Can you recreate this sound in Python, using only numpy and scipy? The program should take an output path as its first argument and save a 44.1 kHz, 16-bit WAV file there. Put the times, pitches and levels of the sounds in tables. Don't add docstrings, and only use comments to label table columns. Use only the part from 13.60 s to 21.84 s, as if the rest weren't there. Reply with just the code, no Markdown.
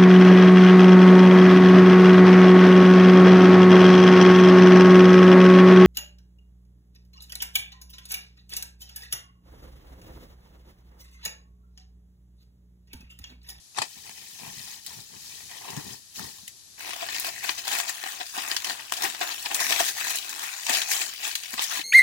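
import sys
import numpy as np
from scipy import signal
from scipy.fft import rfft, irfft, next_fast_len
from scipy.io import wavfile
from scipy.ndimage import uniform_filter1d, map_coordinates

SR = 44100
rng = np.random.default_rng(int(sys.argv[2]) if len(sys.argv) > 2 else 0)


def output_pcm(signal):
    pcm = np.clip(np.atleast_2d(signal).T, -1, 1) * 32767
    wavfile.write(sys.argv[1], SR, np.round(pcm).astype(np.int16))


N = 363214

# (frequency [Hz], relative density [dB])
AIR_SPECTRUM = [(20, -43), (50, -5), (100, -1.5), (200, -11), (600, -15), (1400, -18.5), (2600, -15),
                (4000, -7), (6500, -6.5), (9000, -15.5), (11000, -6.5), (16000, -25)]

# (time [s], relative level [dB], decay time T60 [s], brushing before the blow [dB re blow])
LANDINGS = [(.1848, -14, 0.024, -7), (0.2175, -12.5, 0.032, -17)]
# (frequency [Hz], relative density [dB])
LITTER_SPECTRUM = [(60, -38), (130, -21), (230, -10), (380, -4.5), (650, -5), (840, 6), (1020, -5),
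                   (1750, -9), (2100, -6.5), (2450, -2.5), (2850, -9.5), (4600, -6.5), (7000, -12.5),
                   (16000, -27)]

# (time [s], approximate peak before filtering [dB], pitch [Hz])
EAR_BUMPS = [(0.187, -37, 139), (0.221, -54, 323), (0.872, -39.5, 163), (0.905, -45, 150),
             (0.965, -42, 137), (0.995, -45, 139), (1.361, -45, 151), (1.385, -39, 118),
             (2.169, -25.5, 150), (2.18, -34, 309), (2.595, -36, 193), (2.636, -46, 252), (2.825, -49, 202),
             (4.774, -40.5, 280), (5.321, -46, 383), (5.433, -32, 348), (6.122, -44, 296), (7.09, -34, 254),
             (7.932, -37, 240), (8.188, -37, 296)]

# (time [s], swish level [dB])
WEAVE_SLIDING = [(.27, -44), (.62, -43), (1.13, -38), (1.22, -48), (1.29, -39.5), (1.39, -40), (1.47, -48),
                 (1.67, -40.5), (1.87, -44), (2.14, -41), (2.33, -37.5), (2.43, -56), (2.53, -55),
                 (2.56, -34.5), (2.67, -39), (2.88, -51.5)]
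# (start [s], length [s], crumpling folds [dB], flapping cloth [dB], papery pleats [dB])
SACK_TUGS = [(0.349, 0.04, -56, -55, -54), (0.43, 0.082, -53, -57.5, -49.5), (0.543, 0.15, -62, -63, -52.5),
             (0.783, 0.13, -46.5, -50, -45), (0.947, 0.078, -54, -65, -43.5),
             (1.028, 0.14, -56.5, -69, -46.5), (1.266, 0.14, -53.5, -54.5, -69),
             (1.49, 0.076, -56, -54, -64), (1.64, 0.19, -59.5, -71, -51.5), (1.885, 0.1, -46.5, -64, -45.5),
             (2, 0.093, -41.5, -62, -43.5), (2.083, 0.12, -44, -42.5, -47), (2.22, 0.11, -50, -44.5, -52),
             (2.562, 0.11, -47.5, -45.5, -60)]
# (time [s], tape level [dB], relative fold level [dB], pleat level [dB])
CREASE_FLICKS = [(0.4933, -54, -46, -40), (0.862, -51, -45, -54), (1.263, -28, -56, -60),
                 (2.103, -40, -47, -36), (2.165, -33, -45, -52), (2.5941, -34, -32.5, -54),
                 (2.784, -45, -58, -74), (2.878, -35, -66, -42.5)]
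# (frequency [Hz], relative density [dB])
WEAVE_SPECTRUM = [(800, -26), (1600, -7.5), (2500, -4.5), (4000, 0.5), (6500, -1), (8200, -8.5),
                  (11000, -5.5), (16000, -0.5)]
FOLD_SPECTRUM = [(250, -24), (400, 0.5), (620, -5), (900, 8), (1250, -7.5), (1800, -4.5), (2500, -15.5),
                 (6000, -44)]
PLEAT_SPECTRUM = [(1000, -32), (1600, -15.5), (1930, -1.5), (2400, -1.5), (3000, -4.5), (3600, -11),
                  (6000, -15)]
CLOTH_SPECTRUM = [(30, -49), (70, -6.5), (140, -2.5), (220, 1.5), (320, -5), (500, 0), (900, -59)]
TUG_ATTACK_S, TUG_RELEASE_S = 0.011, 0.022
SLIDE_FOLDS_DB, SLIDE_FLAP_DB = -24, -20
GROUND_MS, GROUND_SHARE, GROUND_HZ = 1.616, 0.29, 3550

# (time [s], crackle level [dB], hollow body level [dB])
HUSK_GRIP = [(3.15, -81, -76), (3.189, -45, -46.5), (3.699, -42, -46.5), (4.03, -43.5, -52),
             (4.3, -40.5, -46.5), (4.58, -42, -45), (4.68, -43, -60), (5.15, -42.5, -44.5),
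             (5.29, -46.5, -53), (5.36, -43, -46), (5.82, -40, -49), (6.35, -41, -48.5), (6.95, -39, -47.5),
             (7.48, -38, -46.5), (7.57, -43.5, -59.5), (7.72, -42.5, -49), (7.81, -42, -54),
             (8.2, -38.5, -53)]
# (start [s], length [s], crackle level [dB], hollow body level [dB])
HUSK_PULLS = [(3.217, 0.12, -44.5, -42.5), (3.378, 0.07, -46, -47), (3.494, 0.19, -38.5, -46.5),
              (3.823, 0.095, -39.5, -40), (4.066, 0.15, -35, -41), (4.426, 0.11, -42, -40),
              (4.734, 0.22, -40, -41), (5.057, 0.048, -35.5, -37.5), (5.396, 0.092, -36, -35),
              (5.601, 0.11, -38.5, -34), (5.918, 0.32, -39, -37.5), (5.994, 0.31, -32.5, -41),
              (6.347, 0.237, -36, -43), (6.58, 0.29, -61, -46), (7.082, 0.14, -34.5, -40.5),
              (7.277, 0.15, -32.5, -40), (7.586, 0.11, -41.5, -47), (7.98, 0.084, -41.5, -45.5),
              (8.087, 0.087, -37, -42)]
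# (time [s], leaf level [dB], hollow body level [dB],
# fine splinter level [dB], straining before [dB re snap], decay time T60 [s], pitch of the hollow [Hz])
RIB_SNAPS = [(3.275, -36, -37, -45, -20, 0.032, 800), (3.3063, -25, -39, -36, -11, 0.031, 1070),
             (3.3618, -46, -37.5, -43, -13, 0.029, 710), (3.4265, -36, -29.5, -46, -8, 0.034, 675),
             (3.487, -25, -37, -48, -22, 0.047, 1030), (3.563, -24.5, -36, -42, -1, 0.018, 1040),
             (3.5973, -29, -51, -20.5, -31.0, 0.023, 930.0), (3.646, -27, -35, -28, -11, 0.087, 677),
             (3.666, -27.5, -33, -26.5, -28, 0.033, 1090), (3.6804, -29, -33.5, -32, -33, 0.067, 650),
             (3.839, -28.5, -38, -29.5, -5.5, 0.12, 745), (3.8916, -18.5, -27, -49, -11, 0.036, 1010),
             (3.908, -31, -41, -34, -2, 0.014, 1000), (3.9902, -26.5, -40.5, -30.5, 1, 0.033, 684),
             (4.0512, -29, -41, -35, -22, 0.027, 900), (4.078, -23.5, -30, -24, -7, 0.032, 794),
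             (4.1258, -23.5, -33, -27, 0.5, 0.12, 797), (4.15, -25, -32, -24, -12, 0.032, 1090),
             (4.1849, -26, -32.5, -24.5, 0.5, 0.039, 676), (4.2005, -25, -29.5, -23, -2, 0.015, 690),
             (4.281, -28, -46, -33, -19, 0.029, 700.0), (4.2927, -25, -33.5, -25, -3, 0.051, 730),
             (4.4378, -28, -35, -43, -24, 0.016, 775), (4.462, -38, -33, -45, -12, 0.022, 770),
             (4.6115, -27.5, -30, -44, -3.5, 0.025, 740), (4.6294, -37, -56, -36, -22, 0.016, 900),
             (4.776, -30, -34, -35, -1, 0.13, 762), (4.8845, -35, -38, -28, -14, 0.031, 910),
             (4.9145, -20, -31, -26, -6, 0.024, 675), (4.9651, -17.5, -38, -22, -25, 0.028, 990),
             (5.045, -23, -34, -22.5, -34, 0.037, 820.0), (5.1991, -32.5, -39, -54, 0, 0.021, 930),
             (5.322, -27.5, -25, -20.5, -30, 0.007, 676), (5.3362, -25, -54, -26.5, -5, 0.032, 676),
             (5.368, -28.5, -40, -32, -3, 0.11, 734), (5.4208, -27, -34, -23, -34, 0.035, 816),
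             (5.4346, -25, -23, -20, -22, 0.071, 800), (5.547, -28, -37.5, -51, -9, 0.036, 610.0),
             (5.6117, -20.5, -26.5, -49, -18, 0.11, 715), (5.7185, -23, -45, -50.0, -1, 0.026, 720),
             (5.8583, -24.5, -32, -31, -6, 0.069, 940.0), (5.9136, -28, -29.5, -34, -2.5, 0.067, 666),
             (5.9449, -25, -42, -16, -22, 0.078, 794), (6.0016, -22, -23.5, -19.5, -20, 0.043, 1040),
             (6.1061, -22, -23, -22, -30, 0.022, 646), (6.1204, -17.5, -28, -22, -32, 0.12, 710),
             (6.1494, -26, -41, -27, -20, 0.02, 900), (6.2055, -18, -24, -22, 1, 0.019, 685),
             (6.248, -25, -50, -23, -20, 0.037, 1220.0), (6.292, -27, -44.5, -25.5, 7.5, 0.034, 684),
             (6.5022, -25.5, -34.5, -22.5, 0.5, 0.06, 710), (6.5578, -30, -50, -19, -34.0, 0.019, 640.0),
             (6.693, -30.5, -61, -27, -32.0, 0.064, 1010.0), (6.8283, -34, -42, -30, -1, 0.18, 970),
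             (7.0661, -19.5, -40, -27, -29, 0.022, 970), (7.093, -20, -23, -19.5, -8, 0.098, 890),
             (7.1365, -23, -31.5, -24.0, 5, 0.066, 704), (7.148, -16, -32.5, -20, -6, 0.047, 745),
             (7.1697, -19, -31, -23, -5, 0.032, 730), (7.217, -20, -47, -42, -20, 0.025, 900.0),
             (7.3218, -26.5, -45, -20.5, 5, 0.15, 824), (7.4153, -21, -39, -36, -28, 0.064, 700),
             (7.6432, -26, -40.5, -29, 2.5, 0.12, 860), (7.6739, -32, -37, -26, 3, 0.11, 850),
             (7.7115, -26, -51, -32, -4, 0.055, 800), (7.753, -20.5, -60, -22, -26.5, 0.04, 1100.0),
             (7.834, -27, -55, -32.5, -32.5, 0.026, 1210.0), (7.939, -35, -33.5, -27, -2.5, 0.036, 1220),
             (7.9778, -30, -30.5, -44, -24, 0.09, 1120), (7.9927, -19, -28.5, -43, -4, 0.024, 1180),
             (8.021, -20.5, -39, -21.5, -3, 0.056, 1180), (8.038, -25, -42, -21.5, 0, 0.049, 990),
             (8.171, -29, -37, -26, -18, 0.097, 1000), (8.1936, -31, -30, -34, -11, 0.019, 930)]
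# (frequency [Hz], relative density [dB])
HUSK_SPECTRUM = [(60, -39), (160, -26.5), (260, -10), (350, -5), (700, 0), (950, -2.5), (1700, -2.5),
                 (2500, 3.5), (4000, 2.5), (6500, -5.5), (8200, -14), (11000, -13), (16000, -7)]
PULL_ATTACK_S, PULL_RELEASE_S = 0.0072, 0.019
REFERENCE_DB = -53.5
SPLINTER_DB, SPLINTER_GROWS = 1.5, 1.187
TEAR_RISE = 0.013
RIB_HZ, RIB_OCTAVE_DB = 2650, 2
CRACK_S = 0.0011

# (frequency [Hz], share of energy [0-1])
SCATTERED_SHARE = [(200, 0.05), (800, 0.26), (1600, 0.52), (3000, 0.66), (7000, 0.97)]
# (frequency [Hz], level difference [dB])
LEFT_EXCESS = [(60, 0), (380, 7), (650, -1.5), (800, 1), (1000, 8.5), (1450, 1.5), (1800, 9.5), (2300, 7.5),
               (6500, 6.5), (8200, 14), (11300, -7), (14000, 0)]
# (frequency [Hz], width [Hz], gain [dB])
HOUSING_MODES = [(508, 135, -6), (730, 75, 1.5), (1600, 160, 2.5), (1640, 3100, -3), (1836, 71, 3.5),
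                 (2102, 81, -5), (2580, 260, 2), (2787, 66, -7), (14330, 3100, -12), (14800, 990, 9)]
TOP_HZ = 16000


def amp(db):
    return 10 ** (np.asarray(db) / 20)


def decibels(gain):
    return 20 * np.log10(gain + 1e-9)


def unit(x):
    return x / np.sqrt(np.mean(x ** 2) + 1e-20)


def along(points, hz):
    f, v = np.transpose(points)
    return np.interp(np.log(hz + 1), np.log(f + 1), v)


def colour(points):
    return lambda hz: amp(along(points, hz))


def wobble(rate):
    return map_coordinates(rng.standard_normal(int(N * rate / SR) + 4), [np.arange(N) * rate / SR])


def filtered(x, response):
    size = next_fast_len(N + SR // 4)
    return irfft(rfft(x, size) * response(np.fft.rfftfreq(size, 1 / SR)), size)[..., :N]


def ring(x, gain, size=2048):
    cepstrum = irfft(np.log(np.maximum(gain(np.fft.rfftfreq(size, 1 / SR)), 1e-6)))
    cepstrum[1:size // 2] *= 2
    cepstrum[size // 2 + 1:] = 0
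    pulse = irfft(np.exp(rfft(cepstrum)))
    return signal.oaconvolve(x, pulse / np.linalg.norm(pulse))[:N]


def add(track, s, sound):
    start = max(round(s * SR), 0)
    track[start:start + len(sound)] += sound[:N - start]


def air():
    own = rng.standard_normal((2, N))
    shared = 0.23 * rng.standard_normal(N)
    gain = amp(-51.0 + 2.8 * wobble(2.2))
    return gain * unit(filtered(own + shared, colour(AIR_SPECTRUM)))


def strain(rise):
    t = np.arange(-SR // 25, 0) / SR
    hold = 1 - np.exp(t / 0.002)
    fibres = rng.standard_normal(len(t)) * amp(4.5 * rng.standard_normal(len(t)))
    return hold * np.exp(t / rise) * fibres


def burst(t60, rise, after_db, after_t60, crack):
    t = np.arange(SR // 5) / SR
    t60 = max(t60, 0.008)
    opening = 1 - np.exp(-t / (rise * t60))
    decay = amp(-60 * t / t60) + amp(after_db - 60 * t / after_t60)
    fractures = rng.standard_normal(len(t)) * amp(4.2 * rng.standard_normal(len(t)))
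    sound = opening * decay * fractures
    sound /= np.sqrt(np.mean(sound[:SR // 200] ** 2))
    return sound + crack * np.exp(-t / CRACK_S) * rng.standard_normal(len(t))


def landing():
    blows = np.zeros(N)
    for s, db, t60, brush_db in LANDINGS:
        brush = amp(brush_db) * strain(rise=0.014)
        strike = burst(t60, rise=0.0067, after_db=-10, after_t60=0.12, crack=0.56)
        blow = np.concatenate([brush, strike])
        add(blows, s - len(brush) / SR, amp(db - 6.5) * blow)
    return ring(blows, colour(LITTER_SPECTRUM))


def bumps():
    out, t = np.zeros(N), np.arange(SR // 5) / SR
    age = t / 0.0041
    for s, db, hz in EAR_BUMPS:
        drift = 0.042 * np.cumsum(rng.standard_normal(len(t)))
        swell = age ** 2 * np.exp(-age)
        add(out, s, amp(db + 5.0) * swell * np.sin(2 * np.pi * hz * t + drift))
    return signal.sosfilt(signal.butter(2, 85, "high", fs=SR, output="sos"), out)


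def crackle(rate, spread_db, rub):
    sizes = amp(spread_db * np.clip(rng.standard_normal(N), -2.5, 2.5))
    clicks = (rng.random(N) < rate / SR) * sizes * rng.choice([-1, 1], N)
    return unit(unit(clicks) + rub * rng.standard_normal(N))


def clumps(rate, t60, steady):
    starts = (rng.random(N) < rate / SR) * np.minimum(rng.exponential(size=N), 2)
    return unit(steady + signal.lfilter([1], [1, -amp(-60 / (t60 * SR))], starts))


def level(rows):
    s, db = np.transpose(rows)
    t = np.arange(N) / SR
    return amp(np.interp(t, s, db)) * ((t >= s[0] - 0.02) & (t <= s[-1] + 0.02))


def strokes(table, column, attack, release):
    age = np.arange(N)[:2 * SR] / SR
    power = np.zeros(N)
    for row in table:
        s, length = row[:2]
        build = 1 - np.exp(-age / attack)
        let_go = np.exp(-np.maximum(age - length, 0) / release)
        add(power, s, (amp(row[column]) * build * let_go) ** 2)
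    return np.sqrt(power)


def shifting(x, depth_db, order=12, size=16):
    z = signal.stft(x, nperseg=512)[2]
    field = rng.standard_normal(z.shape)
    for _ in range(2):
        field = uniform_filter1d(field, order // 2, 0)
        field = uniform_filter1d(field, size, 1)
    return signal.istft(z * amp(depth_db * unit(field)), nperseg=512)[1][:N]


def sack():
    swish = level(WEAVE_SLIDING)
    folds, flap, bend = [strokes(SACK_TUGS, column, TUG_ATTACK_S, TUG_RELEASE_S) for column in (2, 3, 4)]
    crinkles = clumps(rate=55, t60=0.05, steady=1.1)
    pleats = bend * crinkles * crackle(rate=900, spread_db=-2.5, rub=1.0)
    tapes = swish * crackle(rate=5000, spread_db=2, rub=0.73)
    fold_gain = np.hypot(folds, amp(SLIDE_FOLDS_DB) * swish)
    crumple = fold_gain * crackle(rate=650, spread_db=3.0, rub=1.0) * crinkles
    for s, db, fold_db, pleat_db in CREASE_FLICKS:
        flick = burst(t60=0.02, rise=0.004, after_db=-11, after_t60=0.1, crack=1.5)
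        add(tapes, s, amp(db) * flick)
        add(crumple, s, amp(fold_db - 1.0) * flick)
        add(pleats, s, amp(pleat_db) * flick)
    flap_gain = np.hypot(flap, amp(SLIDE_FLAP_DB) * swish)
    cloth = flap_gain * crackle(rate=210, spread_db=0, rub=0.65)
    sheet = ring(crumple, colour(FOLD_SPECTRUM)) + ring(pleats, colour(PLEAT_SPECTRUM))
    sheet = shifting(sheet, depth_db=2.0)
    return ring(tapes, colour(WEAVE_SPECTRUM)) + sheet + ring(cloth, colour(CLOTH_SPECTRUM))


def ground(x):
    def response(hz):
        delayed = np.exp(-2j * np.pi * hz * GROUND_MS / 1000)
        return 1 + GROUND_SHARE * delayed / (1 + (hz / GROUND_HZ) ** 4)
    return filtered(x, response)


def resonate(snap, hz, sharpness, dry, share):
    rung = signal.lfilter(*signal.iirpeak(np.clip(hz, 100, SR / 4), max(sharpness, 1), SR), snap)
    return dry * snap + share * rung


def husk():
    grain = crackle(rate=1600, spread_db=2.5, rub=0.4) * clumps(rate=70, t60=0.02, steady=1.7)
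    grip = level([(s, db) for s, db, _ in HUSK_GRIP])
    grip_body = level([(s, db) for s, _, db in HUSK_GRIP])
    pull, pull_body = [strokes(HUSK_PULLS, column, PULL_ATTACK_S, PULL_RELEASE_S) for column in (2, 3)]
    crackle_db = decibels(np.hypot(grip, pull))
    hollow_db = decibels(np.hypot(grip_body, pull_body))
    fine_db = REFERENCE_DB + SPLINTER_DB + SPLINTER_GROWS * (crackle_db - REFERENCE_DB)
    leaf, body, splinter = shifting(grain, depth_db=2.2) * amp([crackle_db, hollow_db, fine_db])
    for s, db, body_db, splinter_db, strain_db, t60, hollow_hz in RIB_SNAPS:
        before = amp(strain_db) * strain(rise=0.0098)
        rise = TEAR_RISE * amp(min(strain_db, 0))
        snap = np.concatenate([before, burst(t60, rise, after_db=-22, after_t60=0.095, crack=1.6)])
        start = s - len(before) / SR
        rib_hz = RIB_HZ * 2 ** np.clip((splinter_db - db) / RIB_OCTAVE_DB, -0.6, 1)
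        add(leaf, start, resonate(snap, rib_hz, sharpness=4.6, dry=0.57, share=0.22) * amp(db))
        add(body, start, resonate(snap, hollow_hz, sharpness=15.5, dry=0.86, share=1.89) * amp(body_db))
        add(splinter, start, snap * amp(splinter_db))
    tone = colour(HUSK_SPECTRUM)
    above = lambda hz, edge_hz: 1 - 1 / (1 + (hz / edge_hz) ** 8)
    low = ring(body, lambda hz: tone(hz) * np.sqrt(1 - above(hz, 1830)))
    middle = ring(leaf, lambda hz: tone(hz) * above(hz, 1370) * np.sqrt(1 - above(hz, 8100)))
    high = ring(splinter, lambda hz: tone(hz) * above(hz, 6870))
    return low + middle + high


def stalks(x, near_t60, lead_ms, count=1500):
    t = np.arange(SR // 18) / SR
    hop = N // count + 1
    moments = np.pad(x, (0, count * hop - N)).reshape(count, hop)
    far_stalks = amp(-17 - 60 * t / 0.13)
    fade = amp(-60 * t / near_t60) + far_stalks
    echo = np.zeros((2, count * hop + len(t)))
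    for side in echo:
        paths = fade / np.linalg.norm(fade) * rng.standard_normal((count, len(t)))
        for k, tail in enumerate(signal.fftconvolve(moments, paths, axes=1)):
            side[k * hop:k * hop + len(tail)] += tail
    share = lambda hz: np.clip(along(SCATTERED_SHARE, hz), 0, 1)
    direct = filtered(x, lambda hz: np.sqrt(1 - share(hz)))
    scattered = filtered(echo, lambda hz: np.sqrt(share(hz)))
    delay = np.array([[lead_ms], [-lead_ms]]) / 2000
    return filtered(direct + scattered, lambda hz: np.exp(-2j * np.pi * hz * delay))


def scene():
    low = stalks(ground(sack() + landing()) + bumps(), near_t60=0.008, lead_ms=1.005)
    high = stalks(husk(), near_t60=0.0036, lead_ms=1.058)
    return low + high + air()


def record(dry):
    housing = lambda hz: sum(db * np.exp(-2 * ((hz - f) / width) ** 2) for f, width, db in HOUSING_MODES)
    halves = np.array([[0.5], [-0.5]])
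    return filtered(dry, lambda hz: amp(housing(hz) + along(LEFT_EXCESS, hz) * halves) * (hz < TOP_HZ))


dry = scene()
out = record(dry)
output_pcm(out)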